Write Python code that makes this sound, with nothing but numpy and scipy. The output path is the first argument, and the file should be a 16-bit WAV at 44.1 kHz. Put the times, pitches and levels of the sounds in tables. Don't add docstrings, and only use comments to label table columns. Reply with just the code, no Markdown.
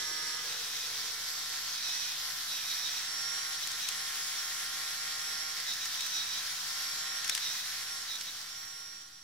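import sys
import numpy as np
from scipy import signal
from scipy.fft import rfft, irfft
from scipy.io import wavfile
from scipy.ndimage import uniform_filter1d

SR = 44100
rng = np.random.default_rng(int(sys.argv[2]) if len(sys.argv) > 2 else 0)


def voltage_ratio(level):
    return 10 ** (np.asarray(level, float) / 20)


def bounce(signal):
    frames = np.transpose(np.atleast_2d(signal))
    limited = np.clip(frames, -1, 1)
    pcm = np.round(limited * 32767).astype(np.int16)
    wavfile.write(sys.argv[1], SR, pcm)


N = 407042
T = np.arange(N) / SR
FREE_HZ, SAG_HZ = 154.55, 7.5
TURNED_S = 0.4
SHAFT_LOAD_DB = -0.5

# (frequency [Hz], lead [rad])
LEAD = [(300, .2), (1000, -.2), (1600, .6), (2600, 1.1), (3800, -.6), (5700, 1.1), (6900, 2.9), (8000, 2.1),
        (16000, 2.3)]
# (time [s], frame turned toward the microphones [-1..1], brush contact [dB])
POSE = [(0, -1.1, 0.5), (.32, -0.26, 0.5), (.54, -0.56, -2), (1, -0.78, 2.5), (1.6, -1.05, 1),
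        (2.2, -0.99, 3.5), (2.7, -0.94, 5.5), (3.05, -0.19, -2), (3.7, 0.14, 4.5), (4.3, 0.24, 4),
        (6.2, -0.3, 0), (7.35, -0.21, 4), (7.9, .3, 1.5), (8.6, -0.49, 3.5), (9.23, -0.25, -1)]


def unit_rms(x):
    return x / np.sqrt(np.mean(x ** 2) + 1e-20)


def read_spectrum(points, hz):
    f, value = np.transpose(points)
    return np.interp(np.log(hz + 1), np.log(f + 1), value)


def read_columns(rows, t):
    s, *rest = np.transpose(rows)
    return [np.interp(t, s, column) for column in rest]


def drift(count, hz):
    knots = rng.standard_normal((count, int(N / SR * hz) + 2))
    return [np.interp(T * hz, np.arange(len(k)), k) for k in knots]


def bumps(rows):
    t = T[::64]
    mid, length, *values = np.transpose(rows)
    after = np.where(length < .3, .36, .5)
    humps = []
    for s, d, a in zip(mid, length, after):
        phase = (t - s) / d / np.where(t > s, a, 1 - a)
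        humps.append(np.cos(np.pi / 2 * np.clip(phase, -1, 1)) ** 2)
    return [np.interp(T, t, v @ np.array(humps)) for v in values]


def band(x, lo_hz, hi_hz):
    return signal.sosfilt(signal.butter(2, [lo_hz, hi_hz], "band", fs=SR, output="sos"), x)


def pair(angle, pan_db, lead):
    left = voltage_ratio(pan_db / 2) * np.cos(angle + lead)
    right = voltage_ratio(-pan_db / 2) * np.cos(angle)
    return np.array([left, right]) * np.sqrt(2)


def fade_db(t):
    from_s, end_s = 7.5, 9.465
    return 20 * np.log10(np.clip((end_s - t) / (end_s - from_s), 1e-3, 1))


def load_at(speed):
    return np.clip((FREE_HZ - speed) / SAG_HZ, 0, 1)


def phase_of(speed):
    return 2 * np.pi * np.cumsum(speed) / SR


def shaft_motion():
    # (time [s], shaft speed [Hz])
    pull = [(0, 155.4), (.36, 155.4), (.5, 148.2), (1.3, 151.7), (1.63, 151.3), (1.87, 146), (2.98, 145.3),
            (3.07, 153.8), (3.42, 155.4), (4.2, 152.4), (5.48, 155.2), (5.65, 150.5), (6.3, 148.2),
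            (7.1, 155.3), (7.96, 154.8), (8.4, 149), (8.57, 155.5), (9.23, 157.3)]
    # (middle [s], length [s], speed lost [Hz], groan gained [dB])
    snags = [(.8, .8, 1.19, 1), (1.9, .12, 0.16, 7), (2.03, .1, 0.06, 4), (2.31, 0.66, -5.5, -5),
             (2.54, 0.14, 0.08, 8.5), (2.64, 0.093, 1.5, 0), (2.72, 0.11, 0.3, 10), (2.87, .13, 1.8, 10.5),
             (2.98, 0.032, 0, 10), (3.64, .14, 5, 9), (3.7, 0.087, 2.5, 3), (3.85, .2, 6, 6.5),
             (4.02, .12, -1.63, -2), (5.715, .14, 6, 11.5), (5.84, .1, 2, 6), (6.04, .16, 2, 7),
             (6.2, .2, 3.5, 11.5), (6.33, 0.1102, 1.8, 7), (6.385, 0.082, .5, 11.5), (7.24, 0.0694, 2.5, 2),
             (7.32, 0.067, 0.24, 21), (7.35, 0.075, 4.5, 4), (7.48, .17, 4, 9), (7.52, .7, 7, 1),
             (7.63, 0.1407, 1.56, 3.5), (7.85, .18, 1.74, 0), (8.14, 0.2, 7, 12), (8.29, 0.098, 2.5, 12.5)]
    sag, bind_db = bumps(snags)
    flutter = .35 * drift(count=1, hz=14)[0]
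    speed = uniform_filter1d(read_columns(pull, T)[0], 2000) - sag + flutter
    return speed, bind_db


def gear_motion(speed):
    return speed + .8 * (speed - uniform_filter1d(speed, 6000))


def eased_db(speed):
    return 12 * np.clip((speed - 148.2) / 2.5, 0, 1)


def orders(table, speed, angle, loud_db, waver_db=1.0, wobble=0.51, sway=0.22):
    load = load_at(speed)
    turned = np.clip((T - TURNED_S) / .28 + .2, 0, 1)
    out, count = np.zeros((2, N)), len(table)
    wavers, slips, leans = drift(count, hz=10), drift(count, hz=29.98), drift(count, hz=1.5)
    for row, waver, slip, lean in zip(table, wavers, slips, leans):
        k, first_db, free_db, loaded_db, pan_db = row
        later_db = free_db + load * (loaded_db - free_db)
        db = first_db + turned * (later_db - first_db) + waver_db * waver
        spin = k * angle + wobble * slip + 2 * np.pi * rng.random()
        lead = read_spectrum(LEAD, k * FREE_HZ) + sway * lean
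        out += voltage_ratio(db) * pair(spin, pan_db, lead)
    return out * voltage_ratio(loud_db)


def shaft_tones(speed):
    # (multiple of shaft [1], before turn [dB], running free [dB], loaded [dB], left-right [dB])
    shaft_orders = [(3, -84, -72, -79, 4), (4, -70, -71.5, -82, -6), (5, -68, -63, -68.5, 0),
                    (6, -61, -73.5, -69, 3), (7, -64, -59, -65.5, -6), (8, -55, -64, -68.5, -2),
                    (9, -63, -54, -62, -6.5), (10, -58, -61.5, -63.5, -12), (11, -53.5, -63, -64.5, -11),
                    (12, -68, -56, -63.5, -12), (13, -52.5, -63, -62.5, -5)]
    return orders(shaft_orders, speed, phase_of(speed), fade_db(T) + SHAFT_LOAD_DB * load_at(speed))


def brush_tones(speed):
    # (multiple of shaft [1], before turn [dB], running free [dB], loaded [dB], left-right [dB])
    brush_orders = [(14, -66, -64, -72, -2), (15, -66, -66, -67, -2), (21, -68, -64, -70, -2),
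                    (26, -66, -63, -68, -4), (45, -55, -55, -63, 2), (48, -59, -63, -63, 6),
                    (51, -69, -63, -69, 8), (54, -62, -70, -69, 6), (60, -64, -67, -67, 2),
                    (63, -62, -62, -70, -3), (66, -63, -59, -66, 6), (69, -62, -65, -60, 5),
                    (72, -69, -67, -70, 5), (75, -59, -57, -61, 6), (78, -71, -68, -70, 2),
                    (81, -59, -59.5, -58.5, -1), (84, -71, -70, -74, -1), (87, -65, -61, -59, -1),
                    (93, -60, -66, -60.5, 0), (99, -71, -70, -72, 2)]
    jerk = uniform_filter1d(abs(np.gradient(speed)) * SR, 3000)
    chatter_db = np.minimum(.1 * jerk, 9)
    loud_db = fade_db(T) + read_columns(POSE, T)[1] - chatter_db + 1.5
    return orders(brush_orders, speed, phase_of(speed), loud_db, waver_db=3.0, wobble=.6, sway=.4)


def meshing(speed):
    # (multiple of shaft [1], before turn [dB], running free [dB], loaded [dB], left-right [dB])
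    mesh_orders = [(16.7, -75, -70, -58, -0.3), (17.6, -75, -85, -60, -0.8)]
    loud_db = fade_db(T) + SHAFT_LOAD_DB * load_at(speed) - eased_db(speed)
    return orders(mesh_orders, speed, phase_of(gear_motion(speed)), loud_db, waver_db=4.0, wobble=9.05)


def casing(mode, speed, level_db):
    hz, width, noisy, pan_db, drive = mode
    r = np.exp(-np.pi * width / SR)
    poles = [1, -2 * r * np.cos(2 * np.pi * hz / SR), r * r]
    hum = signal.lfilter([1], poles, rng.standard_normal((2, N)))
    out = noisy * unit_rms(hum + .5 * hum[::-1]) * voltage_ratio([[pan_db / 4], [-pan_db / 4]])
    power = noisy ** 2
    angle = phase_of(speed)
    for (k, db), slip in zip(drive, drift(count=len(drive), hz=40.75)):
        gain = voltage_ratio(db) / (1 + ((k * speed - hz) / (width / 2)) ** 2)
        spin = k * angle + 0.18 * slip + 2 * np.pi * rng.random()
        out += gain * pair(spin, pan_db, 1.37)
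        power = power + gain ** 2
    return out * voltage_ratio(level_db) / np.sqrt(power)


def casing_whine(speed):
    whine_mode = (5640, 140, .22, -13, [(36, 2), (37, -21), (39, 5)])
    # (shaft speed [Hz], half width [Hz], gain [dB])
    crossings = [(156.27, 2.05, 10.5), (146.1, 1.3, 8.5)]
    # (middle [s], length [s], gain [dB])
    sings = [(.65, 0.47, -2), (1.02, 0.34, 4), (1.97, .3, 1.5), (2.17, .2, -5), (2.5, 0.26, -3),
             (2.86, .2, 5), (3.2, 0.5, 5.5), (3.5, .3, -4), (4.39, .06, 8), (4.9, 0.98, -2.5),
             (5.4, 0.071, 2), (5.86, .1, 6), (6.15, 0.18, 6), (6.35, 0.25, 3.5), (6.8, 0.64, 4),
             (7.3, 0.061, 11), (7.5, .2, 4), (7.82, 0.26, 2), (7.94, 0.052, 2), (8.3, 0.19, 3),
             (8.5, .15, 5), (8.85, 0.48, 2), (9.11, 0.077, -13)]
    level_db = -54.5 + .86 * fade_db(T) + bumps(sings)[0]
    for hz, half_hz, db in crossings:
        level_db = level_db + db / (1 + ((speed - hz) / half_hz) ** 2)
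    return casing(whine_mode, speed, level_db)


def casing_groan(speed, bind_db):
    groan_mode = (3830, 280, .55, -4.0, [(23.9, 6), (26.3, 0), (27, -9)])
    level_db = -49 + fade_db(T) + bind_db - eased_db(speed)
    return casing(groan_mode, gear_motion(speed), level_db)


def casing_boom(speed):
    boom_mode = (487, 55, 1, 0.0, [(3, 0)])
    # (middle [s], length [s], gain [dB])
    boom_swell = (.52, 0.41, 6.8)
    fall_db = 45 * np.maximum(T - 1.1, 0)
    return casing(boom_mode, speed, -65 + bumps([boom_swell])[0] - fall_db)


def tooth_contacts(angle):
    hits = rng.random((2, N)) < 5000 / SR
    sizes_db = 3.25 * np.minimum(rng.exponential(1, (2, N)), 4)
    knocks = voltage_ratio(sizes_db) * hits * rng.choice([-1, 1], (2, N))
    beat = 1 + 0.052 * np.cos(angle) + 0.19 * np.cos(2 * angle) + 0.42 * np.cos(3 * angle)
    wheel = 1 + .028 * np.cos(angle / 24)
    rub = .33 * unit_rms(knocks) + rng.standard_normal((2, N))
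    return unit_rms(rub * beat * wheel * voltage_ratio(.7 * drift(count=1, hz=35)[0]))


def teeth(speed):
    # (frequency [Hz], level [dB per Hz])
    rattle = [(120, -55), (200, -19), (527, -19.5), (760, -15.5), (863, -14), (1060, -11), (1160, -9),
              (1860, -2.5), (2730, -3), (3280, -1), (5680, 1.5), (6220, -2.5), (8180, -9), (9820, -11),
              (15800, -16.5)]
    # (frequency [Hz], gain [dB])
    hollow = [(2000, 0), (2200, -3), (2950, -3.5), (3200, 0)]
    # (frequency [Hz], likeness [0-1])
    likeness = [(60, 0.45), (150, -0.066), (380, -0.28), (950, 0.47), (2380, 0.3), (5980, -0.21),
                (15000, -1.03)]
    # (frequency [Hz], left-right [dB])
    balance = [(60, 0.5), (130, 1.5), (290, 5.5), (640, 1), (1410, 3.5), (3100, -1), (6820, -1),
               (15000, 7.5)]
    hz, t, z = signal.stft(tooth_contacts(phase_of(speed)), SR, nperseg=512, noverlap=384)
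    same = np.clip(read_spectrum(likeness, hz) + 0.23, 0, 1)[:, None]
    lag = np.exp(-1j * read_spectrum(LEAD, hz))[:, None]
    z[1] = (same * z[0] + np.sqrt(1 - same ** 2) * z[1]) * lag
    patches = uniform_filter1d(rng.standard_normal(z[0].shape), 6, 0)
    patches = unit_rms(uniform_filter1d(patches, 20, 1))
    shaft, tilt, fade = np.interp(t, T, speed), read_columns(POSE, t)[0], fade_db(t)
    load = load_at(shaft)
    level_db = -31.5 + .82 * load - tilt + fade
    early = np.clip((TURNED_S - t) / .2 + .5, 0, 1)
    grumble_db = 10 * early - 4 * load - .54 * fade
    body_db = 3.5 * tilt
    fizz_db = 3 * tilt - .086 * fade
    regions = [([(170, 0), (330, 1), (600, 0)], grumble_db),
               ([(600, 0), (1800, 1), (4500, 0)], body_db),
               ([(4500, 0), (9000, 1)], fizz_db)]
    colour_db = 0
    for shape, db in regions:
        colour_db = colour_db + read_spectrum(shape, hz)[:, None] * (db - np.median(db))
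    free = np.clip((shaft - FREE_HZ) / 3 + 1, 0, 1)
    colour_db = colour_db - 5 * free * read_spectrum([(10500, 0), (12500, 1)], hz)[:, None]
    side_db = read_spectrum(balance, hz)[:, None] / 2 * np.array([1, -1])[:, None, None]
    frame_db = (read_spectrum(rattle, hz) + read_spectrum(hollow, hz))[:, None]
    z *= voltage_ratio(frame_db + side_db + colour_db + level_db + 1.1 * patches)
    return signal.istft(z, SR, nperseg=512, noverlap=384)[1][:, :N]


def room():
    # (frequency [Hz], level [dB per Hz])
    rumble = [(34, -33), (58, -2), (75, -4), (124, -1.5), (152, 0), (178, -4), (209, -4.5), (330, -11),
              (430, -30), (730, -120)]
    hz = np.fft.rfftfreq(N, 1 / SR)
    air = rng.standard_normal((3, N))
    air = irfft(rfft(air[:2] + .5 * air[2]) * voltage_ratio(read_spectrum(rumble, hz)), N)
    air = voltage_ratio(-66) * unit_rms(air) * voltage_ratio([[.8], [-.8]])
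    hum = voltage_ratio(-77.5 + 2.7 * drift(count=1, hz=9)[0]) * pair(2 * np.pi * 47.6 * T, 0, .3)
    return voltage_ratio(.35 * fade_db(T)) * (air + hum)


def lever():
    # (time [s], peak [dB], body [dB], brightness [dB], left-right [dB])
    clicks = [(0.7687, -26, -8, -4, -4), (3.6716, -17, -19, -8, 4), (3.715, -19.5, -17, -14, 5),
              (3.8862, -16.5, -5, -8, 10), (5.6, -23, -12, -12, -7), (5.7345, -23, -3, -8, -1.5),
              (5.8544, -19.5, -10, -16, 1), (6.0063, -14.5, -7.5, -25, 8), (6.0194, -26, -11, -7, -2.0),
              (6.0628, -19, -2, -9, 1), (7.244, -18, -6, -19, 9), (7.2769, -21, -11, -8, 12),
              (7.2944, -10, -3, -18, 7), (7.349, -14.5, -19, -6, 6), (7.365, -24, -12, -9, -0.5),
              (7.3761, -18, 1, -25, 13), (7.5556, -28, -4, -15, -6), (8.1546, -24, -11, -19, -3),
              (8.2094, -18.5, -20, -29, -4), (8.4944, -34, -12, -6, -2.5)]
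    out, t = np.zeros((2, N)), np.arange(1800) / SR
    envelope = np.tanh(t / .0014) * (np.exp(-(t / .005) ** 2) + .1 * np.exp(-t / .012))
    for s, peak_db, body_db, bright_db, pan_db in clicks:
        snap = rng.standard_normal((2, len(t)))
        snap = (snap + .5 * snap[::-1]) * envelope
        body = voltage_ratio(body_db) * band(snap, 1550, 3500)
        edge = voltage_ratio(bright_db) * band(snap, 4960, 11400)
        sound = band(snap, 2636, 7610) + body + edge
        part = out[:, round(s * SR):][:, :len(t)]
        part += sound / abs(sound).max() * voltage_ratio(peak_db - 6.0 + np.array([[pan_db], [-pan_db]]) / 2)
    return out


def scene():
    speed, bind_db = shaft_motion()
    motor = shaft_tones(speed) + brush_tones(speed) + meshing(speed)
    rings = casing_whine(speed) + casing_groan(speed, bind_db) + casing_boom(speed)
    return motor + rings + teeth(speed) + room() + lever()


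def band_limit(x):
    return signal.sosfilt(signal.butter(12, 16750, fs=SR, output="sos"), x)


def record(dry):
    lowpass = signal.firwin(511, 15800, window=("kaiser", 9), fs=SR)
    limited = signal.oaconvolve(dry, lowpass[None], "same")
    return band_limit(limited - .0007)


dry = scene()
out = record(dry)
bounce(out)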